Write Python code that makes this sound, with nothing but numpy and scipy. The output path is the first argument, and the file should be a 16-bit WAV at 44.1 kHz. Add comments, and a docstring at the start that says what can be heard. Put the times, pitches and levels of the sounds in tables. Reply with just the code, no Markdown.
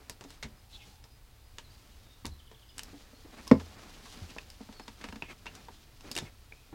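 """Clicks and soft bumps, close to the microphone: a plastic can of chain oil is handled in a small
wooden shed, beside a silent chainsaw. Midway it is set down on the boards with one hollow thump.
Gripped plastic sticks and slips in creaks, fingers scrape the shell and a sleeve rustles;
the near plank walls add short echoes. Far outside a small bird sings and a faint tone swells once,
over a quiet rumble and hiss."""
import sys
import numpy as np
from scipy import signal
from scipy.fft import rfft, irfft, next_fast_len
from scipy.io import wavfile
from scipy.ndimage import uniform_filter1d

SR = 44100
rng = np.random.default_rng(int(sys.argv[2]) if len(sys.argv) > 2 else 0)


def store_pcm(level_fs):
    """Save levels as 16-bit WAV."""
    pcm = np.round(np.clip(level_fs, -1, 1) * 32767).astype(np.int16)
    wavfile.write(sys.argv[1], SR, np.atleast_2d(pcm).T)


N = 297234
T = np.arange(N) / SR
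RING_T = T[:SR // 2]  # time axis of one contact dying away


def undb(db):
    """Decibels to gain."""
    return 10 ** (np.asarray(db) / 20)


def unit(x):
    """Scale to rms 1."""
    return x / np.sqrt(np.mean(x ** 2))


def add(track, start_s, x):
    """Mix x into the track from start_s on."""
    i = int(start_s * SR)
    track[i:i + len(x)] += x[:max(N - i, 0)]


def colour(x, curve, peaks=()):
    """Causal filter: a (freq_hz, level_db) curve with (freq_hz, width_hz, boost_db) peaks on top."""
    size = 2 * next_fast_len(len(x))
    f = np.maximum(np.arange(size // 2 + 1) * SR / size, 1)
    hz, db = np.transpose(curve)
    curve_db = np.interp(np.log(f), np.log(hz), db)
    peaks_db = sum(boost / (1 + (2 * (f - centre) / width) ** 2) for centre, width, boost in peaks)
    cepstrum = irfft(np.log(undb(curve_db + peaks_db)))
    cepstrum[1:size // 2] *= 2  # minimum phase: nothing rings before it is struck
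    cepstrum[size // 2 + 1:] = 0
    return irfft(rfft(x, size) * np.exp(rfft(cepstrum)))[:len(x)]


def fade(t60_s):
    """Exponential decay, 60 dB down after t60_s."""
    return np.exp(-np.log(1000) * RING_T / t60_s)


def ring(modes, detune=1):
    """Sum of damped modes; neighbours swing in opposite senses, so close pairs swell and beat."""
    return sum((-1) ** k * undb(db) * fade(t60_s) * np.cos(2 * np.pi * hz * detune * RING_T)
               for k, (hz, db, t60_s) in enumerate(modes))


def burst(t60_s, rise_s):
    """Noise of energy 1 that builds up and dies away."""
    x = rng.standard_normal(len(RING_T)) * fade(t60_s) * (1 - np.exp(-RING_T / rise_s))
    return x / np.linalg.norm(x)


def wander(rate_hz):
    """Random drift of rms 1, heading for a new value rate_hz times a second."""
    hold = int(SR / rate_hz)
    steps = np.repeat(rng.standard_normal(N // hold + 1), hold)
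    return unit(uniform_filter1d(steps, hold)[:N])


def echoes(x, wet_db, t60_s, rise_s):
    """The direct sound at the microphone plus dense, short reflections."""
    return x + undb(wet_db) * signal.fftconvolve(x, burst(t60_s, rise_s))[:len(x)]


def glides(notes, width_hz):
    """Gliding bands of noise that swell and fade: the narrower, the more like a whistle."""
    out = np.zeros(N)
    drive = wander(width_hz) + 1j * wander(width_hz)
    for start_s, length_s, from_hz, to_hz, db in notes:
        progress = np.linspace(0, 1, int(length_s * SR))
        pitch_hz = from_hz + (to_hz - from_hz) * progress
        carrier = np.exp(2j * np.pi * np.cumsum(pitch_hz) / SR)
        band = np.real(carrier * np.roll(drive, -int(start_s * SR))[:len(progress)])
        add(out, start_s, undb(db) * np.sin(np.pi * progress) * band)
    return out


# Standing waves of the shed around the microphone: freq_hz, width_hz, boost_db
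SHED_MODES = [(443.8, 14.2, 6.5), (600, 4.5, 5.5), (743, 7.8, 6), (906, 28, 3.5), (1015, 21, 3),
              (1123, 50, 2), (1308, 17, 4.5)]
# Spectrum of the outdoor air: freq_hz, relative_db
AIR_SPECTRUM = [(12, -23), (20, 5.5), (60, 2.5), (130, -5), (150, -21.5), (198, -16.5), (459, -23),
                (3160, -27.5), (4180, -27), (4940, -28), (5380, -32), (16000, -33)]


def air():
    """Low outdoor rumble under a smooth hiss, heard from inside the shed."""
    return undb(-55.7) * unit(colour(rng.standard_normal(N), AIR_SPECTRUM, SHED_MODES))


# A tone in the distance: start_s, length_s, from_hz, to_hz, level_db
FAR_TONE = [(.55, .6, 792, 850, -69.5)]


def far_tone():
    """A faint tone swells and wavers somewhere outside."""
    return glides(FAR_TONE, width_hz=170)


# Single bird notes, far outside: start_s, length_s, from_hz, to_hz, level_db
BIRD_WHISTLES = [(.55, .06, 5000, 5180, -72), (1.10, .055, 4920, 5030, -70), (1.43, .05, 4770, 4970, -72),
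                 (1.634, .042, 4390, 3650, -62.5), (1.69, .052, 4550, 4850, -66),
                 (2.0, 0.19, 3740, 3640, -71), (2.304, .044, 4300, 3920, -63),
                 (2.67, .041, 4870, 5080, -64.5), (3.13, .08, 4200, 4420, -68),
                 (4.737, .077, 4500, 4220, -60.5), (4.793, .06, 5300, 5080, -65),
                 (5.724, .067, 3870, 3280, -70), (6.452, .28, 2530, 2485, -74.5)]


def bird():
    """Thin whistles and an even run of five falling notes, blurred by the trees on their way in."""
    start_s, step_s, note_s = 2.387, 0.075, 0.0264
    from_hz, to_hz, level_db = 3760, 2740, -60.5
    run = [(start_s + k * step_s, note_s, from_hz, to_hz, level_db) for k in range(5)]
    song = glides(BIRD_WHISTLES + run, width_hz=300)
    return echoes(song, wet_db=0, t60_s=0.35, rise_s=0.006)


def friction(catches_per_s=97, catch_db=-9, wobble_db=1.3):
    """Uneven sliding: countless tiny slips, and among them a few larger catches that ring briefly."""
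    wobble = undb(wobble_db * wander(45))
    impulses = (rng.random(N) < catches_per_s / SR) * rng.standard_normal(N)
    catches = signal.fftconvolve(impulses, burst(t60_s=0.012, rise_s=0.00023))[:N]
    slips = rng.standard_normal(N) * undb(1.2 * wander(1500))
    return wobble * unit(slips + undb(catch_db) * unit(catches))


# Steady rustle of the moving arm, louder when brisk: time_s, relative_db
ARM_MOTION = [(0, -68.5), (1.25, -76.5), (1.55, -70), (1.8, -64.5), (2.15, -67.5), (2.4, -72.5),
              (2.7, -69.5), (3.05, -63), (3.22, -64.5), (3.6, -59), (4.15, -56), (4.5, -62.5), (5.2, -63),
              (5.38, -66.5), (5.75, -63), (6.1, -68), (6.7, -67.5)]
# Strokes of hand and sleeve over the can, levels relative: middle_s, length_s, rub_db, swish_db
STROKES = [(.02, 0.48, -63, -73), (.33, .14, -62, -59), (.53, 0.24, -64, -79), (0.741, .1, -64.5, -57),
           (.88, 0.28, -67.5, -61.5), (2.87, 0.31, -57.5, -61.5), (3.337, .05, -53.5, -63),
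           (3.389, .06, -48.5, -58), (3.453, .1, -56.5, -61), (3.8, 0.31, -56, -80),
           (4.065, .06, -57.5, -56.5), (4.133, .05, -59.5, -51), (4.204, .12, -52.5, -63),
           (4.308, .06, -53, -53.5), (4.631, 0.11, -63, -65), (5.05, 0.17, -55.5, -58),
           (5.31, .06, -48.5, -55.5), (5.56, 0.23, -55, -64), (6.08, 0.126, -52, -56.5),
           (6.21, 0.23, -53.5, -56.5)]
# Spectrum of the dull rub: freq_hz, relative_db
RUB_SPECTRUM = [(88, -19), (150, 3.5), (254, 5), (436, -4.5), (665, -4), (759, -2.5), (975, -7),
                (1140, -6.5), (1830, -6.5), (2520, -8), (3500, -34.5), (4550, -55), (7700, -120)]
# Spectrum of the bright swish: freq_hz, relative_db
SWISH_SPECTRUM = [(1500, -18), (2800, 2), (4000, 2), (6000, -1), (9000, -9), (11500, -13.5), (15000, -19)]


def rustle():
    """Skin and cloth slide near the microphone: steadily as the arm moves, more with each stroke."""
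    arm = undb(np.interp(T, *np.transpose(ARM_MOTION)))
    rub_level, swish_level = undb(-0.5) * arm, undb(0.5) * arm
    for middle_s, length_s, rub_db, swish_db in STROKES:
        speed = np.cos(np.pi * np.clip((T - middle_s) / length_s, -0.5, 0.5))  # speeds up, slows down
        rub_level = np.hypot(rub_level, undb(rub_db) * speed)
        swish_level = np.hypot(swish_level, undb(swish_db) * speed)
    rub, swish = rub_level * friction(), swish_level * friction()
    dull = np.std(rub) * unit(colour(rub, RUB_SPECTRUM, SHED_MODES))
    bright = np.std(swish) * unit(colour(swish, SWISH_SPECTRUM))
    return undb(-0.55) * dull + undb(-1.25) * bright


# Short, squeaky finger scrapes, close by: start_s, length_s, from_hz, to_hz, relative_db
SCRAPES = [(.715, 0.065, 3910, 3420, -55.5), (.785, 0.06, 3100, 2750, -57.5),
           (4.28, 0.051, 2660, 2900, -61.5), (5.01, 0.067, 2400, 2520, -59),
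           (5.235, 0.044, 2580, 2420, -58.5), (5.275, 0.053, 2400, 2545, -54.5),
           (6.245, 0.043, 2020, 2330, -57)]


def scrapes():
    """A dry finger chatters over the plastic and excites one broad resonance."""
    rasp = glides(SCRAPES, width_hz=1500)
    chatter = undb(0.79 * wander(250))
    return undb(-0.5) * echoes(rasp * chatter, wet_db=1, t60_s=0.064, rise_s=0.0023)


# Soft bumps of the can, damped more or less by the hand: start_s, pitch_hz, relative_db, t60_s
BUMPS = [(0, 435, -55, .16), (.246, 273, -39, 0.09), (0.441, 134, -34, 0.085), (.445, 220, -41, .18),
         (0.45, 61, -42, .35), (0.867, 190, -51.5, 0.16), (2.248, 214, -37, 0.094),
         (2.263, 70, -37.5, 0.46), (2.93, 286, -40.5, 0.15), (3.127, 254, -42, 0.069),
         (3.247, 319, -43, .13), (3.335, 240, -44.5, .084), (3.522, 45, -32, .12), (4.213, 167, -38.5, .1),
         (4.218, 81, -34, 0.14), (5.086, 67.5, -45, 0.26), (6.042, 310, -43.5, 0.2),
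         (6.109, 247, -37, 0.09), (6.161, 347, -32, .065), (6.217, 140, -27.5, .07), (6.224, 93, -38, .16),
         (6.725, 317, -39, 0.44)]


def bumps():
    """Soft contacts with hand and boards push slowly: a low mode, a weak overtone and a dull thud."""
    out = np.zeros(N)
    push = 1 - np.exp(-RING_T / 0.004)
    for start_s, hz, db, t60_s in BUMPS:
        tone = ring([(hz, db, t60_s), (hz * 1.53, db - 16.5, t60_s * 0.7)]) * push
        curve = [(hz * 0.21, -12), (hz, 0), (hz * 2.3, -5),
                 (hz * 4, -17), (hz * 12, -38), (hz * 40, -70)]
        thud = colour(burst(t60_s * 0.62, rise_s=0.00052) * push, curve)
        add(out, start_s, tone + undb(-2.5) * np.std(tone) * unit(thud))
    return undb(-1.5) * echoes(out, wet_db=-11, t60_s=0.17, rise_s=0.01)


def snap(scatter_db, chatter_db, chatter_t60_s):
    """One contact of energy 1: a sharp tick, brief chatter and duller scatter from the near planks."""
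    scatter_curve = [(300, 11), (2500, 2), (7000, 3.5), (14000, -4.5)]
    scatter = colour(burst(t60_s=0.12, rise_s=0.00024), scatter_curve)
    chatter = burst(chatter_t60_s, rise_s=0.00053)
    x = undb(chatter_db) * chatter + undb(scatter_db) * scatter
    x[0] += 1  # the tick
    return x / np.linalg.norm(x)


# Resonances of the can's plastic shell: freq_hz, width_hz, boost_db
SHELL_MODES = [(937, 140, 5.5), (1330, 180, -1), (1690, 420, 5.5), (2270, 250, 2), (2750, 280, 3),
               (3670, 250, 4), (5170, 346, 2)]
# Hollow ring of the gripped can: pitch_hz, relative_db, t60_s
GRIP_MODES = [(211, 1, 0.12), (266, 0, 0.098), (454, -9.5, 0.1)]
# Slips under the grip, close by, levels relative: start_s, rasp_db, boom_db, edge_db
CREAKS = [(4.3643, -6, -63, -35), (4.606, -7.5, -40.5, -42), (4.689, -9.5, -44.5, -30),
          (4.797, -5, -48, -13.5), (4.88, -6, -47, -10.5), (5.013, -12.9, -60, -14), (5.041, -3, -39.5, -7),
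          (5.0872, -8.5, -47, -13), (5.1254, -7, -41, -13.5), (5.1584, -10.5, -41.5, -14.5),
          (5.458, -5.5, -52, -13), (5.6848, -4.5, -62, -24)]


def creaks():
    """Gripped plastic sticks and slips; each slip rasps in the shell and wakes its hollow ring."""
    out = np.zeros(N)
    onset = 1 - np.exp(-RING_T / 0.0038)
    for start_s, rasp_db, boom_db, edge_db in CREAKS:
        body = [(100, rasp_db - 13.5), (450, rasp_db - 8), (900, rasp_db - 6)]
        edge = [(2400, edge_db - 3), (4200, edge_db - 7), (7000, edge_db - 13.5), (15000, edge_db - 32.5)]
        slip = snap(scatter_db=-2, chatter_db=5, chatter_t60_s=0.03)
        rasp = colour(slip, body + edge, SHELL_MODES + SHED_MODES)
        boom = ring(GRIP_MODES, detune=1 + 0.038 * rng.standard_normal()) * onset
        add(out, start_s, rasp + undb(boom_db) * boom)
    return undb(0.6) * out


def click_curve(tick_db, bright_hz, knock_db):
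    """Spectrum of a click: a broad hump, higher for a harder contact, over the hollow body's knock."""
    hz = np.geomspace(60, 16000, 32)
    knock_top_hz, tick_top_hz = 700, 9400 * np.sqrt(bright_hz / 4920)
    tick = undb(tick_db) * 2 / (hz / bright_hz + bright_hz / hz)
    knock = undb(knock_db) / np.hypot(1, hz / knock_top_hz)
    gain = np.hypot(tick, knock) / np.hypot(1, (hz / tick_top_hz) ** 3)
    return np.transpose([hz, 20 * np.log10(gain)])


# Sharp plastic clicks, close to the microphone, levels relative:
# start_s, tick_db, bright_hz, knock_db, part_hz, part_boost_db, scatter_db
CLICKS = [(.097, -9.5, 7000, -7.5, 4830, 8, -3.5), (.21, -19, 3900, -9.5, 1660, -1, 0),
          (0.2398, -20.5, 3300, -18, 7000, 5, 0), (.305, -22, 6400, -17, 4500, 8, -1),
          (.427, -8, 3000, -19, 2150, 9, 9), (0.4327, -19, 5800, -12, 4080, 18.5, -8),
          (1.0406, -27, 4800, -19.5, 5300, 10, 1), (1.5844, -11.5, 3260, -13.5, 2970, 9.5, -3.5),
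          (2.2483, -18, 1200, -7.5, 1150, 6, 3), (2.255, -10, 4900, -8, 4170, 8, -2.5),
          (2.2655, -14.5, 8000, -26, 6000, 6, -6), (2.5149, -25.5, 2800, -17, 1000, 3.5, 1),
          (2.7815, -12, 6200, -14, 8300, 7, -2), (2.7934, -8, 4400, -22, 2850, 13, -8),
          (2.8336, -16, 9700, -20, 5140, 9.5, -6), (3.4711, -23, 4100, -16, 1050, 15, -2),
          (3.4777, -15, 6200, -14, 5150, 13, -6), (3.5148, -12, 2820, 9, 5000, 7.5, -4.5),
          (3.5989, -21.5, 3200, -6.5, 1300, 0, 6), (4.056, -28, 2500, -22, 1130, 16, 9),
          (4.3645, -36, 2000, -12, 1070, 4, 4), (4.384, -13.5, 2210, -29, 2800, 7, -6),
          (4.3851, -13, 2200, -23, 2600, 15.5, -10), (4.502, -21, 6000, -39, 5000, 13, -4),
          (4.726, -20.5, 3500, -29, 2410, 0, 8), (5.2229, -13.5, 1600, -2, 2570, 19, -4.5),
          (5.4666, -12, 2000, -14.5, 2720, 13, 1), (5.552, -19, 5500, -26, 5400, 6, 3),
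          (6.0087, -21.5, 3590, -21, 3520, -1, -4), (6.1149, -9.5, 7360, -16, 4780, 15, -1),
          (6.1527, -10, 5500, -15, 5800, 4, 0), (6.1647, -4.5, 5460, -16, 2870, 12, -2),
          (6.1768, -3, 4300, -4.5, 5100, 6, -2), (6.187, -5, 4500, -4, 3500, 12.5, -8),
          (6.5227, -33, 1800, -16.5, 2380, 23, -7)]


def clicks():
    """Each snap takes its colour from the contact, the shell, the shed and the part that is touched."""
    out = np.zeros(N)
    for start_s, tick_db, bright_hz, knock_db, part_hz, part_boost_db, scatter_db in CLICKS:
        touched_part = (part_hz, 0.19 * part_hz, part_boost_db)
        contact = snap(scatter_db, chatter_db=0, chatter_t60_s=0.0077)
        curve = click_curve(tick_db, bright_hz, knock_db)
        add(out, start_s, colour(contact, curve, SHELL_MODES + SHED_MODES + [touched_part]))
    return undb(-2.5) * out


# Modes of the full can on the boards: pitch_hz, relative_db, t60_s
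CAN_MODES = [(84.4, -22, 0.55), (141, -17.5, 0.067), (213, -7.5, 0.053), (264.5, -5.5, 0.077),
             (353, -24, 0.097), (406, -26.5, 0.14), (450, -10.5, 0.041), (513, -9, 0.036),
             (643, -25.5, 0.11), (831, -44.5, 0.076), (868, -29, 0.1), (1024, -20, 0.035),
             (1145, -26, 0.047), (1230, -43.5, 0.059), (1424, -24.5, 0.016), (1818, -26, 0.037),
             (2200, -19, .017), (5200, -29.5, .013)]
# The can meets the boards close by, edge first, then base: start_s, relative_db, contact_ms
LANDING = [(3.513, 2.5, 0.21), (3.517, 1, 3.74)]


def landing():
    """One hollow thump: the hard edge wakes all the can's modes, the soft base only the deep ones."""
    out = np.zeros(N)
    for start_s, db, contact_ms in LANDING:
        peak_s = contact_ms / 1000 / 4  # the force peaks a quarter of the way through the contact
        push = RING_T * np.exp(-RING_T / peak_s)
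        thump = signal.fftconvolve(ring(CAN_MODES), -push / push.sum())[:len(RING_T)]
        add(out, start_s, undb(db) * thump)
    return echoes(out, wet_db=-14.5, t60_s=0.17, rise_s=0.006)


def scene():
    """One microphone inside the shed: the can close by, the outdoors far behind it."""
    handling = clicks() + creaks() + bumps() + landing() + scrapes() + rustle()
    return (handling + bird() + far_tone() + air())[None]


def record(dry):
    """The recorder rounds the loudest peak and cuts the highest treble."""
    ceiling, top_hz = 0.85, 16200
    rounded = dry / (1 + (dry / ceiling) ** 8) ** (1 / 8)
    return signal.sosfilt(signal.ellip(10, 0.1, 70, top_hz, fs=SR, output="sos"), rounded)


dry = scene()
out = record(dry)
store_pcm(out)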